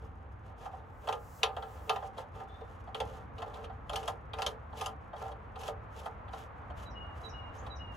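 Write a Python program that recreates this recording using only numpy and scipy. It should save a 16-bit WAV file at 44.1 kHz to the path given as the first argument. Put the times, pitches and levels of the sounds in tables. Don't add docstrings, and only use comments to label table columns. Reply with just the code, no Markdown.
import sys
import numpy as np
from scipy import signal
from scipy.fft import rfft, irfft
from scipy.io import wavfile

SR = 44100
rng = np.random.default_rng(int(sys.argv[2]) if len(sys.argv) > 2 else 0)


def unload_wav(signal):
    wavfile.write(
        sys.argv[1],
        SR,
        np.round(np.clip(np.atleast_2d(signal).T, -1, 1) * 32767).astype(np.int16),
    )


N = 351036
TIME = np.arange(N) / SR
RING_TIME = TIME[:SR // 4]

# (time [s], thud [dB], ring [dB], clack [dB])
KNOCKS = [(0.656, -71, -41, -62), (0.735, -65, -46, -74), (1.073, -43, -38, -50.5),
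          (1.087, -39, -33.5, -45), (1.126, -37, -38.5, -45.5), (1.4318, -33.5, -34.5, -27.5),
          (1.566, -44, -38.5, -52), (1.624, -50, -43.5, -55), (1.8948, -40, -30, -34.5),
          (1.96, -67, -37, -50.5), (2.025, -46, -41, -66), (2.18, -50, -45.5, -55), (2.4, -54, -43.5, -66),
          (2.611, -44, -49.5, -72), (2.874, -67, -46, -70.5), (2.946, -42.5, -44.5, -43.5),
          (3.002, -35.5, -35.5, -42.5), (3.382, -51, -51, -57), (3.42, -55, -40, -53),
          (3.54, -57, -55, -58.5), (3.643, -48, -57.5, -54.5), (3.697, -65, -44, -70),
          (3.895, -45, -42, -45.5), (3.932, -41.5, -41.5, -50.5), (3.958, -57, -41, -40),
          (4.03, -48, -48.5, -57), (4.078, -41, -35, -42.5), (4.334, -47, -46, -47),
          (4.386, -44, -37, -50.5), (4.42, -58, -39, -40.5), (4.464, -38, -45, -35),
          (4.729, -55, -47.5, -67.5), (4.811, -57, -37.5, -46.5), (4.86, -47, -42.5, -43.5),
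          (5.132, -49.5, -43.5, -65), (5.164, -67, -53.5, -62), (5.214, -42, -42.5, -64),
          (5.256, -48, -45, -79), (5.296, -48, -52, -80), (5.317, -62, -56, -62), (5.558, -51, -45.5, -59),
          (5.634, -49, -52, -55), (5.68, -37.5, -41, -50), (6.059, -50, -39, -56), (6.282, -63, -50, -64.5),
          (6.333, -51.5, -42, -57.5), (6.702, -54, -49, -64.5), (7.665, -60, -50.5, -58.5)]
# (clack level [dB], decay time constant [s])
SKID_DECAY = [(-69, 0.0075), (-44.5, 0.0029), (-27, 0.0015)]
# (frequency [Hz], level [dB], T60 [s])
PAN_MODES = [(447, 0, .22), (519, -7, .18), (586, -3, .22), (672, -6, .15), (745, 0, .13), (777, 1, .27),
             (833, -3, .25), (895, -6, .21), (1013, -8, .18), (1045, -9, .14), (1096, -12, .16),
             (1224, -7, .19), (1290, -13, .16), (1360, -10, .2), (1571, -18, .14), (1703, -16, .14),
             (1900, -17, .1)]
PLUG_MODES = [(2606, -9, .12), (2790, -6, .045), (2855, -6, .05), (3064, -1, .08), (3188, -2, .07),
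              (3265, 0, .04), (3360, -2, .045), (3543, -6, .05), (3705, -9, .05), (3995, -10, .05)]
# (frequency [Hz], spectral level [dB])
THUD_SPECTRUM = [(180, -22.5), (350, -22.5), (450, 5.5), (580, -2.5), (800, -23)]
RING_SPECTRUM = [(450, -26), (650, -6), (780, -3), (950, -12)]
CLANG_SPECTRUM = [(950, 2.5), (1250, -13), (1600, -11.5), (2000, -15.5), (2700, -40.5)]
CLACK_SPECTRUM = [(1200, -21), (2200, -11.5), (3100, 1), (3600, -7), (4500, -7.5), (6000, -35)]
TICK_SPECTRUM = [(3200, -23), (4800, 3.5), (6500, 6), (8500, -4), (11300, 0.5), (13200, -23), (14500, -14),
                 (16000, -23)]
# (frequency [Hz], T60 [s])
UNDERBODY_T60 = [(400, 0.37), (1000, 0.16), (2800, 0.12), (7000, 0.077), (14000, 0.12)]
# (start [s], duration [s], skin level [dB], grinding level [dB])
TWISTS = [(0.023, .04, -70.5, -51), (0.456, 0.063, -75.5, -48), (0.609, 0.04, -59.5, -43.5),
          (0.725, 0.059, -71.5, -47.5), (1.042, 0.11, -66, -42.5), (1.416, 0.074, -67, -37.5),
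          (1.542, 0.26, -74.5, -47.5), (1.896, 0.059, -67.5, -35), (2.022, 0.044, -63.5, -46),
          (2.181, 0.016, -59.5, -37.5), (2.354, 0.061, -67.5, -41.5), (2.48, 0.41, -76.5, -52.5),
          (2.979, 0.21, -66, -45), (3.389, 0.24, -66.5, -43.5), (3.92, 0.18, -59, -41),
          (4.382, 0.11, -60.5, -38), (4.786, .075, -52.5, -36), (5.186, 0.097, -61.5, -42),
          (5.603, 0.07, -56.5, -40), (5.954, 0.1, -59.5, -47), (6.345, 0.092, -63.5, -49.5),
          (6.78, 0.054, -63, -50.5), (7.18, 0.09, -66, -48), (7.553, 0.11, -67.5, -47),
          (7.938, .05, -68, -54)]
# (start [s], duration [s], level [dB])
PALM_SLIDES = [(1.04, 0.077, -69), (1.22, 0.18, -66), (1.56, 0.19, -72.5), (1.76, 0.18, -69)]
# (frequency [Hz], spectral level [dB])
SKIN_SPECTRUM = [(900, -8.5), (2000, 0.5), (3000, 9.5), (4500, -2.5), (6800, -1.5), (9000, -8), (11500, -6),
                 (13500, -11), (16000, -15)]
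PALM_SPECTRUM = [(4000, -5.5), (7500, -2), (11000, -6), (14500, 1), (17000, -9.5)]
# (start [s], high whistle duration [s], its level [dB], pitch fall of both whistles [fraction])
SONGS = [(6.853, .045, -61, 0.021), (7.235, .05, -53.5, 0.027), (7.698, 0.056, -54, 0.0383)]
# (start [s], duration [s], first pitch [Hz], last pitch [Hz], level [dB])
BIRD_CALLS = [(2.48, 0.166, 3560, 3610, -68.5), (7.575, .021, 5800, 6800, -63.5)]
# (frequency [Hz], spectral level [dB])
RUMBLE_SPECTRUM = [(18, -37), (30, -19), (48, -5), (66, 2), (82, -2), (102, -3), (125, -9), (170, -14.5),
                   (280, -17.5), (400, -21)]
ROAD_SPECTRUM = [(200, -12), (330, -12), (450, 1), (600, 3.5), (800, 6), (1200, 5), (1700, -3),
                 (2500, -13.5), (4000, -30.5), (7000, -59.5), (15000, -57)]
# (time [s], level [dB])
RUMBLE_LEVEL = [(0, -50), (2.2, -50), (3.3, -47), (6.4, -49), (6.9, -47), (7.4, -47), (7.96, -44.5)]
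ROAD_LEVEL = [(0, -58), (1, -56), (3, -54), (5, -53), (6.5, -51), (7.3, -48.5), (7.96, -51)]
# (frequency [Hz], coherence [0-1])
COHERENCE = [(60, 1), (130, 0.87), (500, 0.28), (1200, 0.057), (3000, 0.47), (6000, 0.94), (15000, 1)]
# (frequency [Hz], lead of the left [rad])
NEAR_PHASE = [(0, 0), (6900, 0), (8400, 1.3), (9200, 3.1), (9900, 4.9), (11200, 6.3), (12600, 7.7),
              (13500, 9.4), (14300, 11), (15700, 12.6)]
# (frequency [Hz], left minus right [dB])
NEAR_BALANCE = [(60, 6), (200, -4), (380, -1), (700, -3), (1300, 2), (2400, 1), (4400, 2.5), (8000, 1),
                (15000, -0.5)]

FLEX_HZ, CLANG_HZ = 630, 950
CLANG_DB, CLANG_PER_CLACK = -0.5, 0.32
TICK_DB, TICK_PER_GRIP, FIRM_GRIP_DB = -8, 0.52, -60
# (attack [dB/s], rise over the stroke [dB], release [dB/s])
SKIN_SHAPE, GRIND_SHAPE, PALM_SHAPE = (390, 0.74, 364), (400, 0.89, 260), (100, 8.3, 250)
HIGH_HZ, LOW_HZ = 3956, 2892
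CHIP_FROM_HZ, CHIP_TO_HZ, CHIP_S, CHIP_DB = 6300, 5200, .026, -9.5
LOW_DELAY_S, LOW_S, LOW_DB = 0.0883, 0.18, -56
WHISTLE_WAVER, CHIP_WAVER = 0.0032, 0.057
PULSE_HZ, PULSE_DEPTH = 21, 0.6
CUTOFF_HZ = 15800


def plug_knocks(places, grip_db):
    out, t = np.zeros((2, N)), RING_TIME[:SR // 40]
    trims_db = (-2.6, -0.6, -0.19, -0.35, -0.3)
    skid_shares = (0.36, 0.22, 0.18, 0.34, 1.0)
    for k, (s, thud_db, ring_db, clack_db) in enumerate(KNOCKS):
        clang_db = ring_db + CLANG_DB + CLANG_PER_CLACK * (clack_db - ring_db)
        tick_db = clack_db + TICK_DB + TICK_PER_GRIP * (grip_db[int(s * SR)] - FIRM_GRIP_DB)
        levels_db = np.add((thud_db, ring_db, clang_db, clack_db, tick_db), trims_db)
        micro_impacts = rng.standard_normal(len(t)) * (rng.random(len(t)) < 4000 / SR)
        skid = micro_impacts * np.exp(-t / lookup(SKID_DECAY, clack_db))
        for response, level_db, share in zip(places[k % len(places)], levels_db, skid_shares):
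            force = (t == 0) + share * skid
            hit = signal.fftconvolve(response, force[None], axes=1)
            add(out, s, hit * from_db(level_db) / np.std(hit[:, :len(t)]))
    return out


def contact_responses():
    low = [m for m in PAN_MODES if m[0] < FLEX_HZ]
    middle = [m for m in PAN_MODES if FLEX_HZ <= m[0] < CLANG_HZ]
    high = [m for m in PAN_MODES if m[0] >= CLANG_HZ]
    thud = ringing(low, spread_rad=.25) + from_db(-2.5) * underbody(THUD_SPECTRUM)
    ring = ringing(middle, spread_rad=.33) + from_db(-11) * underbody(RING_SPECTRUM)
    clang = ringing(high, spread_rad=.33) + from_db(-1.5) * underbody(CLANG_SPECTRUM)
    clack = ringing(PLUG_MODES, spread_rad=.25) + underbody(CLACK_SPECTRUM)
    swell = 1 - np.exp(-RING_TIME / 0.0019)
    contact = 1 - np.exp(-RING_TIME / 0.0004)
    return (thud * swell ** 3 * direct_sound(0.17, 0.057),
            ring * swell * direct_sound(0.68, 0.011),
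            clang * swell * direct_sound(0.82, 0.033),
            clack * contact * direct_sound(2.0, 0.002),
            underbody(TICK_SPECTRUM) * direct_sound(1.7, 0.0037))


def ringing(modes, spread_rad):
    hz, level_db, t60 = np.transpose(modes)[:, :, None]
    ears = np.array([1, -1])[:, None, None]
    phase = rng.uniform(0, 2 * np.pi, hz.shape) + spread_rad * rng.choice([-1, 1], hz.shape) * ears
    decay = from_db(level_db - 60 * RING_TIME / t60)
    return rms_one(np.sum(decay * np.sin(2 * np.pi * hz * RING_TIME + phase), axis=1))


def underbody(spectrum):
    size = len(RING_TIME)
    noise = rfft(stereo_noise(spectrum, size))
    log_hz = np.log(np.fft.rfftfreq(size, 1 / SR) + 1)
    centres, t60s = np.transpose(UNDERBODY_T60)
    bands = [irfft(noise * np.interp(log_hz, np.log(centres), share), size) for share in np.eye(len(t60s))]
    return rms_one(sum(band * from_db(-60 * RING_TIME / t60) for band, t60 in zip(bands, t60s)))


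def direct_sound(boost, seconds):
    return 1 + boost * np.exp(-RING_TIME / seconds)


def thread_grinding(responses, grind_db):
    thud, ring, clang, clack, _ = responses
    body = from_db(-1) * thud + ring + from_db(-6) * clang + from_db(-20) * clack
    grit = catches(per_s=990, uneven_db=4) * from_db(grind_db - 5.5)
    return driven(body, grit)


def skin_friction(responses, skin_db):
    *_, clack, tick = responses
    force = catches(per_s=170, uneven_db=5) * from_db(skin_db - 10.5)
    crackle = driven(tick + from_db(-8.5) * clack, force)
    hiss = stereo_noise(SKIN_SPECTRUM, N)
    flicker_db = 2.5 * drift(per_s=230) + 3.7 * drift(per_s=31)
    fingers = hiss * from_db(skin_db - 2.26 + flicker_db)
    palm_db = stroke_level(PALM_SLIDES, PALM_SHAPE, rest_db=-100)
    return crackle + fingers + from_db(palm_db) * stereo_noise(PALM_SPECTRUM, N)


def catches(per_s, uneven_db):
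    sizes = from_db(uneven_db * np.minimum(rng.exponential(1, N), 4)) * rng.choice([-1, 1], N)
    return rms_one(sizes * (rng.random(N) < per_s / SR))


def driven(response, force):
    return signal.fftconvolve(rms_one(response) / np.sqrt(len(RING_TIME)), force[None], axes=1)[:, :N]


def stroke_level(rows, shape, rest_db):
    attack, press, release = shape
    level = np.full(N, float(rest_db))
    for s, length, stroke_db in rows:
        t = TIME - s
        edges = attack * np.minimum(t, 0) - release * np.maximum(t - length, 0)
        level = np.maximum(level, stroke_db + press * (np.clip(t / length, 0, 1) - .5) + edges)
    return level


def near_image(x):
    hz = np.fft.rfftfreq(N, 1 / SR) + 1
    lead = lookup(NEAR_PHASE, hz)
    lean = from_db(at_hz(NEAR_BALANCE, hz) / 2)
    return irfft(rfft(x) * np.array([lean, np.exp(-1j * lead) / lean]), N)


def bird_notes():
    notes = [(*call, CHIP_WAVER) for call in BIRD_CALLS]
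    for s, high_s, high_db, sag in SONGS:
        notes += [(s, high_s, HIGH_HZ, HIGH_HZ * (1 - sag), high_db, WHISTLE_WAVER),
                  (s + high_s, CHIP_S, CHIP_FROM_HZ, CHIP_TO_HZ, high_db + CHIP_DB, CHIP_WAVER),
                  (s + LOW_DELAY_S, LOW_S, LOW_HZ, LOW_HZ * (1 - sag), LOW_DB, WHISTLE_WAVER)]
    return notes


def birds():
    song, waver = np.zeros(N), drift(per_s=4100)
    for s, length, start_hz, end_hz, level_db, rough in bird_notes():
        along = np.linspace(0, 1, int(length * SR))
        glide_hz = start_hz + (end_hz - start_hz) * along
        hz = glide_hz * (1 + rough * np.roll(waver, -int(s * SR))[:len(along)])
        swell = np.abs(np.sin(np.pi * along ** 0.36)) ** 0.3
        flutter = 1 - PULSE_DEPTH * np.cos(2 * np.pi * PULSE_HZ * length * along)
        add(song, s, from_db(level_db) * swell * flutter * np.sin(2 * np.pi * np.cumsum(hz) / SR))
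    return song * from_db(2 * drift(per_s=73))


def yard_reverb(song, truck_t60=0.15, yard_t60=0.94):
    t = TIME[:SR // 2]
    decay = from_db(-60 * t / truck_t60) + from_db(-18.5 - 60 * t / yard_t60)
    scatter = rms_one(rng.standard_normal((2, len(t))) * decay) / np.sqrt(len(t))
    echoes = signal.fftconvolve(song[None], scatter, axes=1)[:, :N]
    return from_db(-1.5) * song + from_db(4) * echoes


def outdoors():
    rumble_db = lookup(RUMBLE_LEVEL, TIME) + .8 * drift(per_s=11)
    rumble = from_db(rumble_db) * stereo_noise(RUMBLE_SPECTRUM, N)
    road_db = lookup(ROAD_LEVEL, TIME) + .29 * drift(per_s=13)
    return rumble + from_db(road_db) * stereo_noise(ROAD_SPECTRUM, N)


def stereo_noise(spectrum, size):
    hz = np.fft.rfftfreq(size, 1 / SR) + 1e-3
    coherence = np.clip(at_hz(COHERENCE, hz), -.999, .999)
    mid, side = rfft(rng.standard_normal((2, size)))
    skirts = 1 / np.sqrt((1 + (spectrum[0][0] / hz) ** 8) * (1 + (hz / spectrum[-1][0]) ** 8))
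    pair = np.sqrt(1 + coherence) * mid + np.sqrt(1 - coherence) * side * [[1], [-1]]
    return rms_one(irfft(pair * from_db(at_hz(spectrum, hz)) * skirts, size))


def drift(per_s):
    return np.interp(TIME * per_s, np.arange(N // 10), rng.standard_normal(N // 10))


def from_db(db):
    return 10 ** (np.asarray(db) / 20)


def rms_one(x):
    return x / np.sqrt(np.mean(x ** 2) + 1e-20)


def lookup(table, x):
    return np.interp(x, *np.transpose(table))


def at_hz(table, hz):
    frequencies, values = np.transpose(table)
    return np.interp(np.log(hz), np.log(frequencies), values)


def add(out, s, sound):
    start = int(round(s * SR))
    out[..., start:start + sound.shape[-1]] += sound[..., :N - start]


def scene():
    places = [contact_responses() for _ in range(4)]
    twists = np.array(TWISTS)
    skin_db = stroke_level(twists[:, [0, 1, 2]], SKIN_SHAPE, rest_db=-83)
    grind_db = stroke_level(twists[:, [0, 1, 3]], GRIND_SHAPE, rest_db=-58)
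    knocks = plug_knocks(places, grip_db=skin_db)
    friction = thread_grinding(places[0], grind_db) + skin_friction(places[0], skin_db)
    return near_image(knocks + friction) + outdoors() + yard_reverb(birds())


def record(dry):
    return signal.sosfilt(signal.ellip(10, .1, 80, CUTOFF_HZ, fs=SR, output="sos"), dry)


dry = scene()
out = record(dry)
unload_wav(out)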